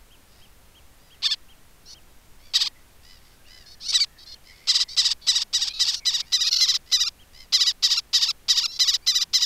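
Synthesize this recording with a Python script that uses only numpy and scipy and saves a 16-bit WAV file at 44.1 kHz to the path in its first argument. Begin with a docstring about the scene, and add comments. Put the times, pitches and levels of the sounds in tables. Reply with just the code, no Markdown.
"""Terns on a pebble beach

A tern screeches close to a microphone on the ground; its mate answers with softer whines and squeals.
Each screech is two or three arches of pitch: the voice breaks upward, a second voice makes it rasp,
and it drops back. Further off are peeps, nasal cries and thin whines, over faint air and mic hiss."""
import sys
import numpy as np
from scipy import signal
from scipy.fft import rfft, irfft
from scipy.io import wavfile
from scipy.ndimage import uniform_filter1d

SR = 44100
rng = np.random.default_rng(int(sys.argv[2]) if len(sys.argv) > 2 else 0)


def wav_out(sig):
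    """Save sig, one row per channel (or a flat mono array), as 16-bit PCM at SR to the path in sys.argv[1]."""
    wavfile.write(sys.argv[1], SR, np.round(np.clip(np.atleast_2d(sig).T, -1, 1) * 32767).astype(np.int16))


N = 416744
BAND_LIMIT_HZ = 15750


def gain_of(db):
    """Decibels to amplitude."""
    return 10 ** (np.asarray(db) / 20)


def unit_rms(x):
    """Scales to rms 1."""
    return x / np.sqrt(np.mean(x ** 2) + 1e-20)


def db_at(spectrum, hz):
    """Reads (f/Hz, level/dB) points on a log-frequency axis."""
    f, db = np.transpose(spectrum)
    return np.interp(np.log(hz + 1), np.log(f + 1), db)


def phase_of(hz):
    """Running phase of a pitch curve, in radians."""
    return 2 * np.pi * np.cumsum(hz) / SR


def add(mix, start_s, sound):
    """Mixes a sound in at start_s."""
    part = mix[max(round(start_s * SR), 0):][:len(sound)]
    part += sound[:len(part)]


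def smooth(x, size):
    """Rounds the corners of a curve."""
    return uniform_filter1d(uniform_filter1d(x, size), size)


def wobble(count, hz):
    """Random motion of rms 1, rolling off above hz."""
    f = np.fft.rfftfreq(count, 1 / SR)
    return unit_rms(irfft(rfft(rng.standard_normal(count)) / (1 + (f / hz) ** 4), count))


def resonate(x, spectrum):
    """Causal filter with the given spectrum: each pulse rings after it arrives."""
    log_gain = np.log(gain_of(db_at(spectrum, abs(np.fft.fftfreq(2048, 1 / SR)))))
    taps = np.fft.ifft(np.exp(np.conj(signal.hilbert(log_gain)))).real
    return signal.oaconvolve(x, taps[:len(taps) // 2])[:len(x)]


# Noise floor of the beach air and the microphone: f/Hz, relative density/dB
AIR_SPECTRUM = [(20, 2), (35, -14), (50, -5), (70, -10), (120, -16.5), (250, -21), (400, -23.5),
                (800, -25.5), (1550, -27.5), (3000, -30), (6000, -33), (13600, -35), (15500, -38)]
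def air(level_db=-51):
    """A steady low rumble of air under even microphone hiss."""
    shape = gain_of(db_at(AIR_SPECTRUM, np.fft.rfftfreq(N, 1 / SR)))
    return gain_of(level_db) * unit_rms(irfft(rfft(rng.standard_normal(N)) * shape, N))


# Whines from far off in the colony: start t/s, length/s, from f/Hz, to f/Hz, level/dB
FAR_WHINES = [(0.799, 0.98, 1940, 1886, -72), (2.65, 0.2, 1850, 1940, -66),
              (3.198, 1.37, 1540, 1947, -67.5), (4.435, 0.59, 2120, 2075, -57.5),
              (5.984, .3, 2270, 2230, -54.5)]
def far_whines(waver=.022, swell_db=4):
    """Thin tones that waver and come and go."""
    out = np.zeros(N)
    for start, length, from_hz, to_hz, db in FAR_WHINES:
        count = int(length * SR)
        drift = wobble(count, hz=6.9) + 2 * wobble(count, hz=160)
        hz = np.linspace(from_hz, to_hz, count) * (1 + waver * drift)
        envelope = gain_of(db + swell_db * wobble(count, hz=19)) * signal.windows.tukey(count, .3)
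        add(out, start, np.sin(phase_of(hz)) * envelope)
    return out


# A small bird some way off: middle t/s, top f/Hz, level/dB
PEEPS = [(.131, 3250, -55), (.437, 3250, -54.5), (.772, 3260, -53.5), (1.13, 3280, -53),
         (1.511, 3230, -53.5), (1.968, 3230, -54), (3.47, 2870, -57.5), (4.346, 3250, -58),
         (7.214, 3250, -54)]
def peeps(length_s=.06, sag=.29, fade_db=-10, octave_db=-21):
    """Nearly pure whistles that rise and fall."""
    out, u = np.zeros(N), np.linspace(-1, 1, int(length_s * SR))
    for middle, top_hz, db in PEEPS:
        phase = phase_of(top_hz * (1 - sag * u ** 2))
        whistle = np.sqrt(2) * (np.sin(phase) + gain_of(octave_db) * np.sin(2 * phase))
        envelope = gain_of(db + fade_db * u ** 2) * signal.windows.tukey(len(u), .2)
        add(out, middle - length_s / 2, whistle * envelope)
    return out


def syrinx(hz, level_db, rasp, second_hz, throat, jitter, wander, hiss, pull,
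           throb=.11, soft_db=-13, slack_range_db=13):
    """One membrane pulses at hz; the other pulls at it, setting sidebands between the harmonics."""
    count, rasp = len(hz), np.clip(rasp, 0, 1)
    second_phase = phase_of(second_hz * (1 + wander * wobble(count, hz=197)))
    hz = hz * (1 + jitter * (.8 + rasp) * wobble(count, hz=500))
    phase = phase_of(hz) + pull * rasp * np.sin(second_phase)
    # with little effort the membrane closes softly and loses treble
    slack = np.minimum((level_db.max() - level_db) / slack_range_db, 1) ** 2
    tilt_db = soft_db * slack * hz / BAND_LIMIT_HZ
    pulses = sum(gain_of(tilt_db * k) * np.cos(k * phase) * np.clip((BAND_LIMIT_HZ - k * hz) / hz, 0, 1)
                 for k in range(1, 30))
    breath = hiss * (.3 + rasp) * (1 - .5 * slack) * (1 + np.cos(phase))  # air escapes at each opening
    voice = resonate(unit_rms(pulses) + breath * rng.standard_normal(count), throat)
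    voice /= np.sqrt(smooth(voice ** 2, size=120) + 1e-12)
    voice *= 1 + throb * rasp * np.cos(phase - 2 * second_phase)  # the two voices beat
    flutter_db = np.interp(hz / hz.max(), [.55, .9], [1.7, .7])  # deeper at low pitch
    envelope = gain_of(level_db + flutter_db * wobble(count, hz=170))
    from_edge = np.minimum(np.arange(count), np.arange(count)[::-1])
    return voice * envelope * np.minimum(from_edge / 60, 1)


# Tone of the cries as they reach the microphone over the shingle: f/Hz, level/dB
CRY_SPECTRUM = [(900, -29), (2000, -5), (3000, -5.5), (4100, -4.5), (5050, 3), (6000, -11.5), (7500, -15.5),
                (10000, -29)]
# Cries further along the beach: middle t/s, length/s, top f/Hz, level/dB, rasp/0-1
NASAL_CRIES = [(0.379, 0.21, 953, -61, 0.5), (1.057, 0.2, 975, -63.5, 0.06),
               (2.462, 0.13, 1153, -55.5, 0.2), (3.107, 0.18, 1004, -52.5, 0.4),
               (3.282, 0.19, 1040, -60, 0.8), (3.555, 0.18, 1009, -49.5, 0.27),
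               (4.493, 0.11, 1034, -53, 0.35), (4.618, 0.27, 1007, -56.5, 1),
               (6.313, 0.15, 963, -51.5, 0.26), (6.911, 0.1, 1030, -49.5, 0.5),
               (7.397, 0.13, 1036, -47.5, 0.25)]
def nasal_cries(sag=.12, fade_db=-11, rattle_hz=85):
    """Each cry swells and fades on one shallow arch of pitch, with a fast, uneven rattle."""
    out = np.zeros(N)
    for middle, length, top_hz, db, rasp in NASAL_CRIES:
        u = np.linspace(-1, 1, int(length * SR))
        rattle = np.sin(phase_of(rattle_hz * (1 + .22 * wobble(len(u), hz=38.8))))
        hz = top_hz * (1 - sag * u ** 2 + .01 * rattle + .007 * wobble(len(u), hz=25))
        cry = syrinx(hz, db + fade_db * u ** 2, rasp, .4 * hz, CRY_SPECTRUM,
                     jitter=.01, wander=.1, hiss=.06, pull=.45)
        flicker = gain_of(2 * wobble(len(u), hz=30) - 1)
        add(out, middle - length / 2, cry * (1 + .65 * rattle) * flicker)
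    return out


# A tern's throat and bill from close by: f/Hz, level/dB
THROAT_SPECTRUM = [(350, -15), (950, -21.5), (1300, -17.5), (1800, -21), (2600, -11), (3300, -4),
                   (4000, -1), (5050, 4.5), (5900, -6.5), (7000, -13.5), (8800, -33.5), (10500, -33),
                   (13200, -46), (15500, -38)]
# The bill opens and turns: t/s, factor on throat resonances, low ring/dB, high ring/dB, top treble/dB
BILL_POSES = [(1.22, 0.89, 17.5, 19, -5), (2.53, 0.94, 17, 19, 1.5), (3.92, 0.95, 19, 16, -1.5),
              (4.97, 1, 13, 8, 3), (5.8, 1, 10.5, 13.5, 2.5), (6.6, 1.015, -0.5, 18, 0),
              (7.8, 1.007, 4, 16, 2), (9.3, 1.019, 1, 20.5, 0.5)]
def throat_at(time_s, low_ring_hz=7950, high_ring_hz=11950, low_width_hz=520, high_width_hz=750):
    """The throat's spectrum at one moment, with two treble resonances of the open bill."""
    times, *columns = np.transpose(BILL_POSES)
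    stretch, low_db, high_db, top_db = (np.interp(time_s, times, column) for column in columns)
    hz = np.geomspace(300, BAND_LIMIT_HZ, 200)
    low_ring = low_db * np.exp(-((hz - low_ring_hz) / low_width_hz) ** 2)
    high_ring = high_db * np.exp(-((hz - high_ring_hz) / high_width_hz) ** 2)
    shelf = db_at([(7000, 0), (10000, top_db)], hz)
    return np.c_[hz, db_at(THROAT_SPECTRUM, hz / stretch) + low_ring + high_ring + shelf]


def mate_note(hz, db, rasp, throat, attack_s=.0089, release_s=.007, edge_db=-14,
              quaver_share=.018, quaver_db=2.2, quaver_hz=90, **grain):
    """One note on the pitch curve hz: it swells, holds and fades, and quavers when hoarse."""
    t = np.arange(len(hz)) / SR
    shut = 1 - np.minimum(np.minimum(t / attack_s, t[::-1] / release_s), 1)
    hz = hz * (1 + quaver_share * rasp * wobble(len(t), hz=quaver_hz))
    db = db + edge_db * shut + quaver_db * rasp * wobble(len(t), hz=quaver_hz)
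    return syrinx(hz, db, rasp, .34 * hz, throat, pull=.65, **grain)


# The mate whines near the microphone: start t/s, length/s, from f/Hz, to f/Hz, warble/share of pitch,
# level/dB before the tone filter, rasp/0-1, factor on throat resonances
MATE_WHINES = [(1.853, 0.068, 1314, 1580, 0, -46.5, 0.3, 1.19),
               (3.799, 0.081, 943, 1530, 0.0041, -35.5, 0.34, 1.08),
               (5.213, 0.063, 1147, 1130, 0.021, -46.5, 0.35, .88),
               (5.732, 0.08, 1270, 1315, 0.034, -35, .35, 0.88),
               (5.846, 0.046, 1364, 1413, 0.026, -26.5, 0.76, 0.98),
               (5.915, 0.086, 1490, 1394, 0.047, -34, 0.4, 1.14),
               (6.506, 0.102, 1362, 1416, 0.075, -24, .1, 1.04),
               (8.671, 0.051, 1290, 1400, 0, -37.5, 0.1, 1.02),
               (9.019, 0.038, 2240, 2460, 0, -54, .1, 0.76)]
# Its squeals: start t/s, length/s, top f/Hz, level/dB before the tone filter, factor on throat resonances
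MATE_SQUEALS = [(1.893, .054, 2210, -41.5, 1.23), (3.655, 0.099, 2230, -46.5, 1.1),
                (3.877, 0.045, 2276, -24.5, 1.16), (4.177, 0.072, 1970, -47.5, 1.02),
                (4.256, 0.095, 2160, -41.5, 1.02), (4.882, 0.074, 2360, -36, 1.04),
                (5.685, 0.045, 2430, -35.5, 0.77), (6.437, 0.061, 2535, -24, 0.94),
                (6.521, 0.031, 2160, -17.5, 1.02), (6.556, 0.025, 2050, -22.5, 1),
                (8.712, 0.07, 2020, -34, 1.06)]
def mate(warble_hz=40.9, db_per_octave=22, squeal_sag=.0707, squeal_peak=.65, squeal_fade_db=-4):
    """Thin whines glide and warble, louder as they rise; hoarse squeals follow one high, shallow arch."""
    out = np.zeros(N)
    for start, length, from_hz, to_hz, warble, db, rasp, stretch in MATE_WHINES:
        t = np.arange(0, length, 1 / SR)
        hz = np.linspace(from_hz, to_hz, len(t)) * (1 - warble * np.cos(2 * np.pi * warble_hz * t))
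        level_db = db + db_per_octave * np.log2(hz / hz.mean())
        throat = throat_at(start) * [stretch, 1]
        add(out, start, mate_note(hz, level_db, rasp, throat, jitter=.004, wander=.04, hiss=.015))
    for start, length, top_hz, db, stretch in MATE_SQUEALS:
        droop = (np.linspace(0, 1, int(length * SR)) / squeal_peak - 1) ** 2
        squeal = mate_note(top_hz * (1 - squeal_sag * droop), db + squeal_fade_db * droop, rasp=.9,
                           throat=throat_at(start) * [stretch, 1], jitter=.011, wander=.08, hiss=.055)
        add(out, start, squeal)
    tone = [(1400, -7.5), (3500, -2.5), (4350, 2.5), (5000, -3),
            (5700, -1.5), (7800, -9.5), (9200, -1), (12000, -1)]  # f/Hz, level/dB
    return resonate(out, tone)


# The close tern's voice, arch by arch: factor on the rasp, factor on the second voice's pitch
ARCH_VOICE = [(.93, 0.97), (1.04, .97), (1.08, .96)]
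BREAK_HZ = 1560  # arches that top this leap into the upper register
def arches(start, length, count, rise_s, second_s, hold_s, top_hz, last_hz, trough_hz, level_db,
           fade_db, rasp, second_hz, opening_hz=508, opening_db=-9, trough_db=-15, trough_place=.41):
    """Effort swings two or three times, losing strength; gives one row for each arch of pitch."""
    ups = start + np.array([rise_s, second_s, second_s * 1.67])[:round(count)]
    early = len(ups) - 1  # arches before the last; a middle one is shorter and slightly lower
    downs = np.append((ups[:2] + hold_s * np.array([1, .72]))[:early], start + length)
    tops = [top_hz, top_hz * .97][:early] + [last_hz]
    lows = [(start, opening_hz, level_db + opening_db)]
    lows += [(down + trough_place * (up - down), trough_hz, level_db + trough_db)
             for down, up in zip(downs, ups[1:])]
    rows = []
    for k, (low, up, down, hz, (rougher, slower)) in enumerate(zip(lows, ups, downs, tops, ARCH_VOICE)):
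        # an arch that fails to break upward is softer and clearer
        register_db, arch_rasp = (0, rasp * rougher) if hz > BREAK_HZ else (-2.5, .073)
        top_db = level_db + k * fade_db + register_db
        rows.append((*low, up, down, hz, top_db, arch_rasp, second_hz * slower))
    return rows


def screech_contour(arch_rows, leap=1.35, snap_s=.0005, crest=.38, lead_sag=.0289, trail_sag=.15,
                    onset_db=-12, rise_db=-3, fall_db=-11, flank_db=-2,
                    close_s=.01, close_hz=700, close_db=-19):
    """Pitch climbs from each low point, leaps into the upper register, arches, and drops back."""
    points = []  # t/s, f/Hz, level/dB, rasp, second voice f/Hz
    for low_s, low_hz, low_db, up_s, down_s, top_hz, top_db, rasp, second_hz in arch_rows:
        step = leap if top_hz > BREAK_HZ else 1  # low arches stay in the lower register
        entry_hz, exit_hz = top_hz * (1 - lead_sag) / step, top_hz * (1 - trail_sag) / step
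        spent_db = fall_db * (down_s - up_s) / .051 if step > 1 else 0  # long high arches run out of air
        climb_s, climb_hz, climb_db = (low_s + up_s) / 2, entry_hz - low_hz, top_db - low_db
        if points:  # rounded trough after the arch before
            s, hz, db = points[-1][:3]
            approach = [((s + low_s) / 2, low_hz + .43 * (hz - low_hz), low_db + .05 * (db - low_db), 0),
                        (low_s, low_hz, low_db, 0),
                        (climb_s, low_hz + .18 * climb_hz, low_db + .27 * climb_db, 0)]
        else:  # the first few pulses come singly and speed up
            approach = [(low_s, low_hz, low_db + onset_db, .2),
                        (climb_s, low_hz + .65 * climb_hz, low_db + .051 * climb_db, .2)]
        points += [(*point, second_hz) for point in approach]
        points.append((up_s - snap_s, entry_hz, top_db + rise_db + flank_db, .1, second_hz))
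        for u in np.linspace(0, 1, 9):
            before, after = max(1 - u / crest, 0) ** 2, max((u - crest) / (1 - crest), 0) ** 2
            bend = 1 - lead_sag * before - trail_sag * after
            db = top_db + rise_db * before + spent_db * np.sin(np.pi / 2 * after)
            rough = rasp * max(1 - .35 * before - 1.02 * after, .08)
            points.append((up_s + u * (down_s - up_s - snap_s), top_hz * bend, db, rough, second_hz * bend))
        points.append((down_s + snap_s, exit_hz, top_db + spent_db + flank_db, .15, second_hz))
    points.append((down_s + close_s, close_hz, top_db + close_db, .3, second_hz))
    return np.transpose(points)


# The tern right by the microphone, one row a screech: start t/s, length/s, arches, first break after/s,
# second break after/s, first arch held/s, first top f/Hz, last top f/Hz, trough f/Hz, base level/dB,
# fade per arch/dB, base rasp/0-1, second voice base f/Hz
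SCREECHES = [(1.22, 0.12, 2, .036, 0.092, 0.019, 1810, 1770, 1054, -17.5, -2.5, 0.42, 756),
             (2.535, 0.14, 3, 0.018, 0.079, .023, 1954, 1250, 786, -15, -3, 0.92, 770),
             (3.921, 0.12, 2, 0.025, 0.085, 0.032, 1979, 2315, 1112, -15, -2, 0.37, 844),
             (4.671, 0.16, 3, 0.02, 0.081, 0.029, 2047, 2007, 907, -15, -1.5, 1, 845),
             (4.964, 0.16, 3, 0.017, 0.089, 0.037, 2010, 1873, 856, -15, -2, 0.96, 852),
             (5.266, 0.16, 3, 0.019, 0.091, .033, 2002, 1875, 864, -15, -2.5, 0.57, 895),
             (5.528, .159, 3, 0.017, 0.091, 0.036, 1966, 1873, 752, -18, -2.5, .7, 893),
             (5.791, .160, 3, 0.014, 0.091, 0.039, 1979, 1880, 811, -17.5, -2.5, 0.92, 835),
             (6.050, 0.16, 3, .016, 0.091, 0.04, 1998, 1930, 872, -17.5, -2.5, 0.55, 929),
             (6.319, 0.17, 3, .013, .089, 0.043, 2007, 1914, 1195, -17, -1.9, 0.52, 888),
             (6.597, .168, 3, 0.015, 0.09, 0.046, 2074, 2014, 1005, -15, -2, 0.65, 845),
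             (6.914, 0.17, 3, 0.015, .091, .043, 2012, 1396, 1185, -15, -3, 0.52, 927),
             (7.522, 0.19, 3, .015, .087, .038, 2048, 1967, 1088, -14.5, -1.3, 0.84, 908),
             (7.823, 0.17, 3, 0.014, .090, 0.037, 1983, 1388, 897, -15, -1.6, 0.99, 788),
             (8.129, 0.18, 3, 0.015, 0.094, 0.04, 1952, 1354, 877, -15, -2.1, 0.98, 790),
             (8.481, .180, 3, 0.016, 0.094, 0.033, 1975, 1398, 916, -14.5, -2.5, 0.77, 798),
             (8.790, 0.17, 3, 0.014, 0.09, 0.043, 2024, 1990, 1066, -15, -1.54, 0.7, 927),
             (9.062, 0.17, 3, .014, 0.092, 0.045, 2037, 2006, 1155, -16, -1.5, 0.5, 920),
             (9.330, 0.12, 2, 0.013, 0.091, 0.041, 2052, 1980, 913, -15.5, -1.5, 0.76, 909)]
def tern(head_turn=.012, trim_db=.6):
    """The sitting bird's screeches; it holds its head a little differently for each."""
    out = np.zeros(N)
    for row, head in zip(SCREECHES, rng.standard_normal(len(SCREECHES))):
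        times, *curves = screech_contour(arches(*row))
        t = np.arange(times[0], times[-1], 1 / SR)
        hz, db, rasp, second_hz = (smooth(np.interp(t, times, curve), size=24) for curve in curves)
        throat = throat_at(times[0]) * [1 + head_turn * head, 1]
        screech = syrinx(hz, db, rasp, second_hz, throat, jitter=.004, wander=.014, hiss=.035, pull=.51)
        add(out, times[0], screech)
    return out * gain_of(trim_db)


def shingle(x, wet_db, t60_s):
    """Countless pebbles scatter a weak, short echo."""
    t = np.arange(SR // 2) / SR
    tail = rng.standard_normal(len(t)) * gain_of(-60 * t / t60_s) * (t > .001)
    return x + gain_of(wet_db) * signal.oaconvolve(x, tail / np.linalg.norm(tail))[:N]


def scene():
    """Near and far birds reach one microphone on the ground, alike in both channels."""
    near = shingle(tern() + mate(), wet_db=-21, t60_s=.03)
    far = shingle(nasal_cries() + peeps() + far_whines(), wet_db=-15, t60_s=.11)
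    return np.tile(near + far + air(), (2, 1))


def record(dry):
    """The recorder's band limit."""
    lowpass = signal.firwin(511, BAND_LIMIT_HZ, window=("kaiser", 9), fs=SR)
    return signal.oaconvolve(dry, lowpass[None], "same")


dry = scene()
out = record(dry)
wav_out(out)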